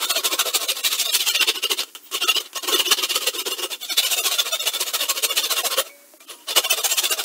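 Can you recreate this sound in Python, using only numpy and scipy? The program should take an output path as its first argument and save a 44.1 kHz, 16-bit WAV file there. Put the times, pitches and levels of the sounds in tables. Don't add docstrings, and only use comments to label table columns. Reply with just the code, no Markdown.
import sys
import numpy as np
from scipy import signal
from scipy.io import wavfile
from scipy.ndimage import uniform_filter1d

SR = 44100
rng = np.random.default_rng(int(sys.argv[2]) if len(sys.argv) > 2 else 0)


def voltage_ratio(level):
    return 10 ** (np.asarray(level, float) / 20)


def dump(signal):
    limited = np.clip(np.atleast_2d(signal).T, -1, 1)
    pcm = np.round(limited * 32767).astype(np.int16)
    wavfile.write(sys.argv[1], SR, pcm)


N = 319463


def table(rows):
    return np.array(rows, float).T


def unit(x):
    return x / np.sqrt(np.mean(x ** 2))


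def ring(x, hz, width):
    return signal.lfilter(*signal.iirpeak(hz, hz / width, SR), x)


def band(x, lo_hz, hi_hz):
    return signal.sosfilt(signal.butter(2, [lo_hz, hi_hz], "bandpass", fs=SR, output="sos"), x)


def walk(rate):
    levels = rng.standard_normal(8192)
    return np.interp(np.arange(N) * rate / SR, np.arange(len(levels)), levels)


def fade(t, s, db, t60):
    return voltage_ratio(db - 60 * np.maximum(t - s, 0) / t60) * (t >= s)


def room(x, t60, wet_db):
    lag = np.arange(SR) / SR
    tail = unit(rng.standard_normal(len(lag)) * fade(lag, 0.0014, 0, t60)) / np.sqrt(len(lag))
    return x + voltage_ratio(wet_db) * signal.fftconvolve(x, tail)[:N]


WARBLE_TIMES = [.064, .128, .189, .673, .824, 1.075, 1.095, 1.12, 1.3, 1.321, 1.376, 1.402, 1.576, 1.654,
                2.245, 2.258, 2.302, 2.354, 2.4, 2.592, 2.749, 2.879, 3.387, 3.439, 3.532, 3.837, 3.895,
                3.913, 4.052, 4.203, 4.223, 4.525, 4.542, 4.6, 4.615, 5.291, 5.309, 5.436, 5.634, 6.19,
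                6.264, 6.667, 6.713, 6.801, 6.946, 7.111]


def thinning(x, gap_db):
    warble_s = 0.019
    _, s, spec = signal.stft(x, SR, nperseg=1024, noverlap=768)
    distance = np.abs(s[:, None] - WARBLE_TIMES).min(axis=1)
    moments = np.clip(2 - 4 * distance / warble_s, 0, 1)
    held = uniform_filter1d(np.abs(spec), size=7)
    bright = uniform_filter1d(held, size=3, axis=0) > 1.33 * uniform_filter1d(held, size=24, axis=0)
    change_db = np.where(bright, 4.0, gap_db)
    return signal.istft(spec * voltage_ratio(moments * change_db), noverlap=768)[1][:N]


def workshop():
    air = rng.standard_normal((3, N))
    hiss = voltage_ratio(-50) * band(band(air[1], 3900, 18000), 3900, 18000)
    murmur = voltage_ratio(-53 + 3 * walk(9)) * band(air[0], 600, 2600)
    hum = voltage_ratio(-59.5) * unit(ring(ring(air[2], 280, 170), 280, 170))
    return hiss + murmur + hum


def squeak(t):
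    hz = 15400 - 1700 * np.exp(-np.clip(t - 2.027, 0, 1) / 0.014) + 350 * walk(900)
    swell = np.interp(t, [2.024, 2.045, 2.095], [0, 1, 0])
    return voltage_ratio(-41) * swell * np.sin(2 * np.pi * np.cumsum(hz) / SR)


# start in seconds, middle pitch in Hz, middle level in dB, time to fall 60 dB in seconds.
FADING_TONES = [(5.895, 2240, -46, .45), (5.9, 2385, -49, .2), (5.95, 3950, -64, .7), (5.83, 571, -49, 1.1),
                (6.205, 2385, -46, .08), (6.137, 610, -46, .07), (6.137, 335, -44, .07),
                (6.3, 346, -45, .3), (6.295, 9843, -41, .25), (6.295, 10015, -42, .2),
                (6.33, 956, -52, .45)]


def rings_and_low_thumps(t):
    out = 0
    for s, hz, db, t60 in FADING_TONES:
        level = fade(t, s, db + 4.25 * walk(45), t60)
        cycles = hz * np.cumsum(1 + 0.004 * walk(6.4)) / SR
        out = out + level * np.sin(2 * np.pi * cycles)
    return out


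# start in seconds, level in dB on top of the rattle's own, time to fall 60 dB in seconds.
KNOCKS = [(1.833, -32, 0.045), (1.95, -35.5, 0.1), (2.113, -38, 0.067), (2.402, -29.5, 0.089),
          (2.531, -35, 0.021), (6.137, -57, 0.059), (6.204, -49.5, 0.22)]


def taps(t, rattle):
    return rattle * sum(fade(t, s, db, t60) for s, db, t60 in KNOCKS)


# time in seconds, blade angle from 0 flat to 1 steep,
# hand pressing on the block from 0 to 1.
POSTURE_PATH = [(0.2, 0.031, 0.66), (0.9, 0.059, 0.77), (1.1, 0.031, 0.75), (1.3, 0.89, 0.39),
                (1.47, 0.94, 0.42), (1.8, 0.99, 0.32), (2.3, 0.98, 0.69), (2.7, 0.98, 0.29),
                (3.7, 0.91, 0.074), (3.9, 0.043, 0.98), (5.6, 0.38, 0.97), (6.4, 0.72, 0.99),
                (7.2, 0.52, 1)]


def posture(t):
    at, steep, pressed = table(POSTURE_PATH)
    return np.interp(t, at, steep), np.interp(t, at, pressed)


# mid-stroke in seconds, length in ms, blade rasp level in dB.
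SAW_STROKES = [(0.04, 61, -24.5), (0.113, 39, -19.5), (0.178, 51.6, -22.5), (0.262, 39.6, -20),
               (0.334, 46.6, -23), (0.406, 36.3, -21), (0.48, 52, -26), (0.559, 38, -20.5), (0.63, 63, -27),
               (0.704, 41.3, -22), (0.787, 64, -30), (0.863, 40.8, -19), (0.934, 55, -23),
               (1.01, 47, -21.5), (1.081, 76, -26), (1.151, 44.6, -17), (1.217, 56, -22.5),
               (1.291, 54.6, -16.5), (1.362, 45.7, -18.5), (1.419, 40.6, -15.5), (1.493, 36.8, -16),
               (1.568, 41.7, -23), (1.649, 36.6, -19), (1.72, 37.7, -19), (1.801, 44.6, -23),
               (2.155, 49.7, -24.5), (2.24, 47.7, -21), (2.3, 35, -15), (2.372, 40.7, -19),
               (2.575, 39, -26.5), (2.645, 31.6, -27), (2.694, 42.5, -24), (2.745, 55, -17.5),
               (2.804, 37.8, -19), (2.876, 47.7, -21), (2.924, 28.6, -13.5), (2.994, 40, -24),
               (3.041, 34.6, -19.5), (3.113, 41.7, -23), (3.166, 38, -20), (3.232, 47, -24.5),
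               (3.281, 30.8, -20), (3.357, 42, -28), (3.399, 53, -26), (3.476, 35.3, -25.5),
               (3.526, 42, -28), (3.594, 39.7, -30), (3.642, 42, -26.5), (3.729, 50.5, -28),
               (3.842, 53.8, -32), (3.919, 53.5, -25), (3.991, 34.4, -15.5), (4.057, 60, -21.5),
               (4.129, 43.5, -19.5), (4.2, 68, -26), (4.266, 45.7, -19), (4.337, 60, -24),
               (4.403, 37.4, -20.5), (4.477, 50.6, -26), (4.541, 44.3, -21), (4.621, 58, -28.5),
               (4.68, 34.7, -20), (4.755, 52.6, -28), (4.82, 36.7, -20.5), (4.886, 53.3, -28),
               (4.954, 32.5, -19), (5.028, 68.7, -26), (5.105, 32, -20), (5.177, 49, -26),
               (5.246, 31.9, -19), (5.314, 47.7, -23), (5.384, 41.5, -19), (5.449, 50.8, -22.5),
               (5.522, 41.2, -20), (5.59, 53.5, -23.5), (5.661, 38, -20.5), (5.728, 45, -22),
               (5.793, 39.2, -18.5), (6.508, 47.2, -24), (6.579, 34.8, -13.5), (6.656, 48.4, -26.5),
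               (6.722, 38.3, -18.5), (6.794, 50.7, -25.5), (6.857, 34, -18.5), (6.925, 58, -23),
               (6.989, 32.4, -19.5), (7.053, 51, -22.5), (7.123, 38.3, -19), (7.202, 48, -25.5),
               (7.25, 16.3, -13)]
# middle in seconds, length in ms, blade rasp level in dB.
IDLE_BRUSHES = [(1.89, 57, -49), (2.07, 70, -52.5), (2.462, 37, -41), (5.875, 60.6, -41),
                (6.316, 64, -38.5), (6.41, 104, -55.5)]
# time in seconds, teeth a second,
# block thump in dB above the rasp, hiss in dB above the rasp.
PUSH_CUT = [(0.1, 650, -6, -2.5), (0.45, 740, -3.5, -1), (0.75, 603, -10, -2.5), (1.15, 724, -16.5, -3),
            (1.33, 673, -18.5, -8), (1.45, 390, -10, -15.5), (1.8, 483, -7, -7), (2.2, 580, -6, -7.5),
            (2.35, 605, -9.5, -17), (2.7, 580, -3.5, -2.5), (2.95, 600, -8.5, -9), (3.3, 460, -8.5, -3),
            (3.65, 423, -1.5, -2.5), (3.95, 890, -18, -4), (4.2, 800, -10, 1), (4.45, 594, -9, -5.5),
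            (4.8, 603, -8, -1), (5.5, 576, -8.5, -2.5), (5.64, 590, -5.5, 0.5), (5.75, 553, -4, -5),
            (6.55, 553, -5.5, -3.5), (6.85, 856, -10, -0.5), (7.2, 773, -7.5, -0.5)]
# share of the teeth rate, thump in dB, hiss in dB.
SCATTER = (.06, 0.66, 1)


def strokes():
    s, ms, rasp_db = table(SAW_STROKES + IDLE_BRUSHES)
    order = np.arange(len(s))
    pull = (order % 2 == 0) & (order < len(SAW_STROKES))
    at, *push = table(PUSH_CUT)
    teeth, thump_db, hiss_db = (np.interp(s, at, column) for column in push)
    steep, _ = posture(s)

    def by_angle(flat_value, steep_value):
        return flat_value + steep * (steep_value - flat_value)

    teeth = teeth * np.where(pull, by_angle(0.86, 1.1), 1)
    thump_db = thump_db + pull * by_angle(2.5, -2.5)
    hiss_db = hiss_db + pull * by_angle(-0.5, -3.5)
    luck = rng.standard_normal((len(s), 3)).T * np.array(SCATTER)[:, None]
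    return s, ms, rasp_db, teeth * (1 + luck[0]), thump_db + luck[1], hiss_db + luck[2]


def body(force, modes, share, waver_db, drift):
    out = 0
    for hz, width, db, other_db in modes:
        turn = np.exp(2j * np.pi * np.cumsum(hz * (1 + drift * walk(14))) / SR)
        pole = np.exp(-np.pi * width / SR)
        mode = 2 * (turn * signal.lfilter([1 - pole], [1, -pole], force() / turn)).real
        out = out + voltage_ratio(db + share * (other_db - db) + waver_db * walk(30)) * mode
    return unit(out)


def sheet(x, depth_db):
    spec = signal.stft(x, nperseg=1024)[2]
    rows, columns = spec.shape
    ripple = rng.standard_normal((rows // 2 + 1, columns // 2 + 1))
    ripple = np.repeat(np.repeat(ripple, 2, axis=0), 2, axis=1)[:rows, :columns]
    return unit(signal.istft(spec * voltage_ratio(depth_db * ripple))[1][:N])


# middle pitch in Hz, width in Hz,
# relative level in dB held lightly, relative level in dB pressed.
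BLOCK_MODES = [(373.6, 48, 8, -10), (466.6, 39, -6.5, 0), (608, 58, -23.5, 1.5), (1095, 40, -3, 0.5),
               (1292, 58, -1.5, -1), (953, 170, -8.5, -10.5), (1787, 175, -29, -13), (1433, 24, -8, -2.5)]


def block_thump(pressed, tooth, bite, phase, fibres):
    bites = unit(np.diff(tooth, prepend=0))
    thump = body(lambda: bites + 3.45 * fibres(), BLOCK_MODES, pressed, waver_db=3.56, drift=0.043)
    note = np.sin(2 * np.pi * phase) + 0.73 * np.sin(4 * np.pi * phase)
    return unit(thump + 0.77 * pressed * bite * note)


# middle pitch in Hz, width in Hz,
# relative level in dB blade flat, relative level in dB blade steep.
BLADE_MODES = [(2598, 175, -3, -8.5), (2861.5, 93, -2, 5), (3082, 224, -3.5, 1), (3537, 117, 3.5, 0),
               (2305, 130, -10.5, -22), (3850, 290, -2.5, -24), (4136, 790, -5.5, -10),
               (4500, 3530, -17.5, -13)]


def blade_rasp(steep, bite, phase, white, fibres):
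    new_tooth = np.diff(phase.astype(int), prepend=0) > 0
    ticks = unit(bite * voltage_ratio(3.8 * white) * new_tooth)
    return body(lambda: fibres() + 0.49 * ticks, BLADE_MODES, steep, waver_db=2.17, drift=0.011)


# pitch in Hz, width in Hz, peak gain in dB before the band-pass.
HISS_MODES = [(6480, 2000, -3.5), (7540, 41, 5), (8510, 38, 2.5), (11900, 10700, -7)]


def fibre_hiss(fibres):
    peaks = sum(voltage_ratio(db) * ring(fibres(), hz, width) for hz, width, db in HISS_MODES)
    return unit(band(peaks, 4200, 21800))


def saw(t):
    s, ms, rasp_db, teeth, thump_db, hiss_db = strokes()
    coarse = t[::32]
    place = (coarse - s[:, None]) / (ms[:, None] / 2000)
    slope = np.where(place < 0, 2.2, 1.6)
    swell_db = rasp_db[:, None] - 9.0 * np.abs(place) ** slope - 1.5 * place
    now = np.argmax(swell_db, axis=0)
    place = np.clip(place[now, np.arange(len(now))], -2, 2)
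    effort = voltage_ratio(np.interp(t, coarse, swell_db.max(axis=0)) + 1.36 * walk(160))

    speed = np.interp(t, coarse, teeth[now] * (1 - 0.12 * place))
    phase = np.cumsum(speed * (1 + 0.02967 * walk(400))) / SR
    bite = voltage_ratio(1.88 * rng.standard_normal(N))[phase.astype(int)]
    tooth = bite * np.exp(1.2 * (np.cos(2 * np.pi * phase) - 1))
    grain = voltage_ratio(2.0 * rng.exponential(size=N)) * (0.56 + tooth)
    white = rng.standard_normal(N)

    def fibres():
        return np.roll(white, rng.integers(N)) * grain

    steep, pressed = posture(t)
    thump = block_thump(pressed, tooth, bite, phase, fibres)
    rasp = blade_rasp(steep, bite, phase, white, fibres)
    hiss = fibre_hiss(fibres)

    def share(db):
        return np.interp(t, coarse, uniform_filter1d(voltage_ratio(db[now]), size=8))

    cut = rasp + share(thump_db) * thump + share(hiss_db) * hiss
    rattle = rasp + hiss + 0.8 * thump
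    return effort * np.std(cut) * sheet(cut, depth_db=3.83), rattle


def scene():
    t = np.arange(N) / SR
    cut, rattle = saw(t)
    in_room = room(cut + taps(t, rattle), t60=0.096, wet_db=-10.0)
    heard = in_room + rings_and_low_thumps(t) + squeak(t) + workshop()
    return thinning(heard, gap_db=-25)[None]


def low_pass(x):
    return signal.sosfilt(signal.butter(12, 16940, fs=SR, output="sos"), x)


def record(dry):
    rounded = np.tanh(1.612 * dry) / 1.49
    thin = signal.sosfilt(signal.butter(6, 290, "highpass", fs=SR, output="sos"), rounded)
    thin = thin + voltage_ratio(-20.0) * dry
    mix = signal.sosfilt(signal.ellip(12, 0.2, 70, 15700, fs=SR, output="sos"), thin)
    return low_pass(mix)


dry = scene()
out = record(dry)
dump(out)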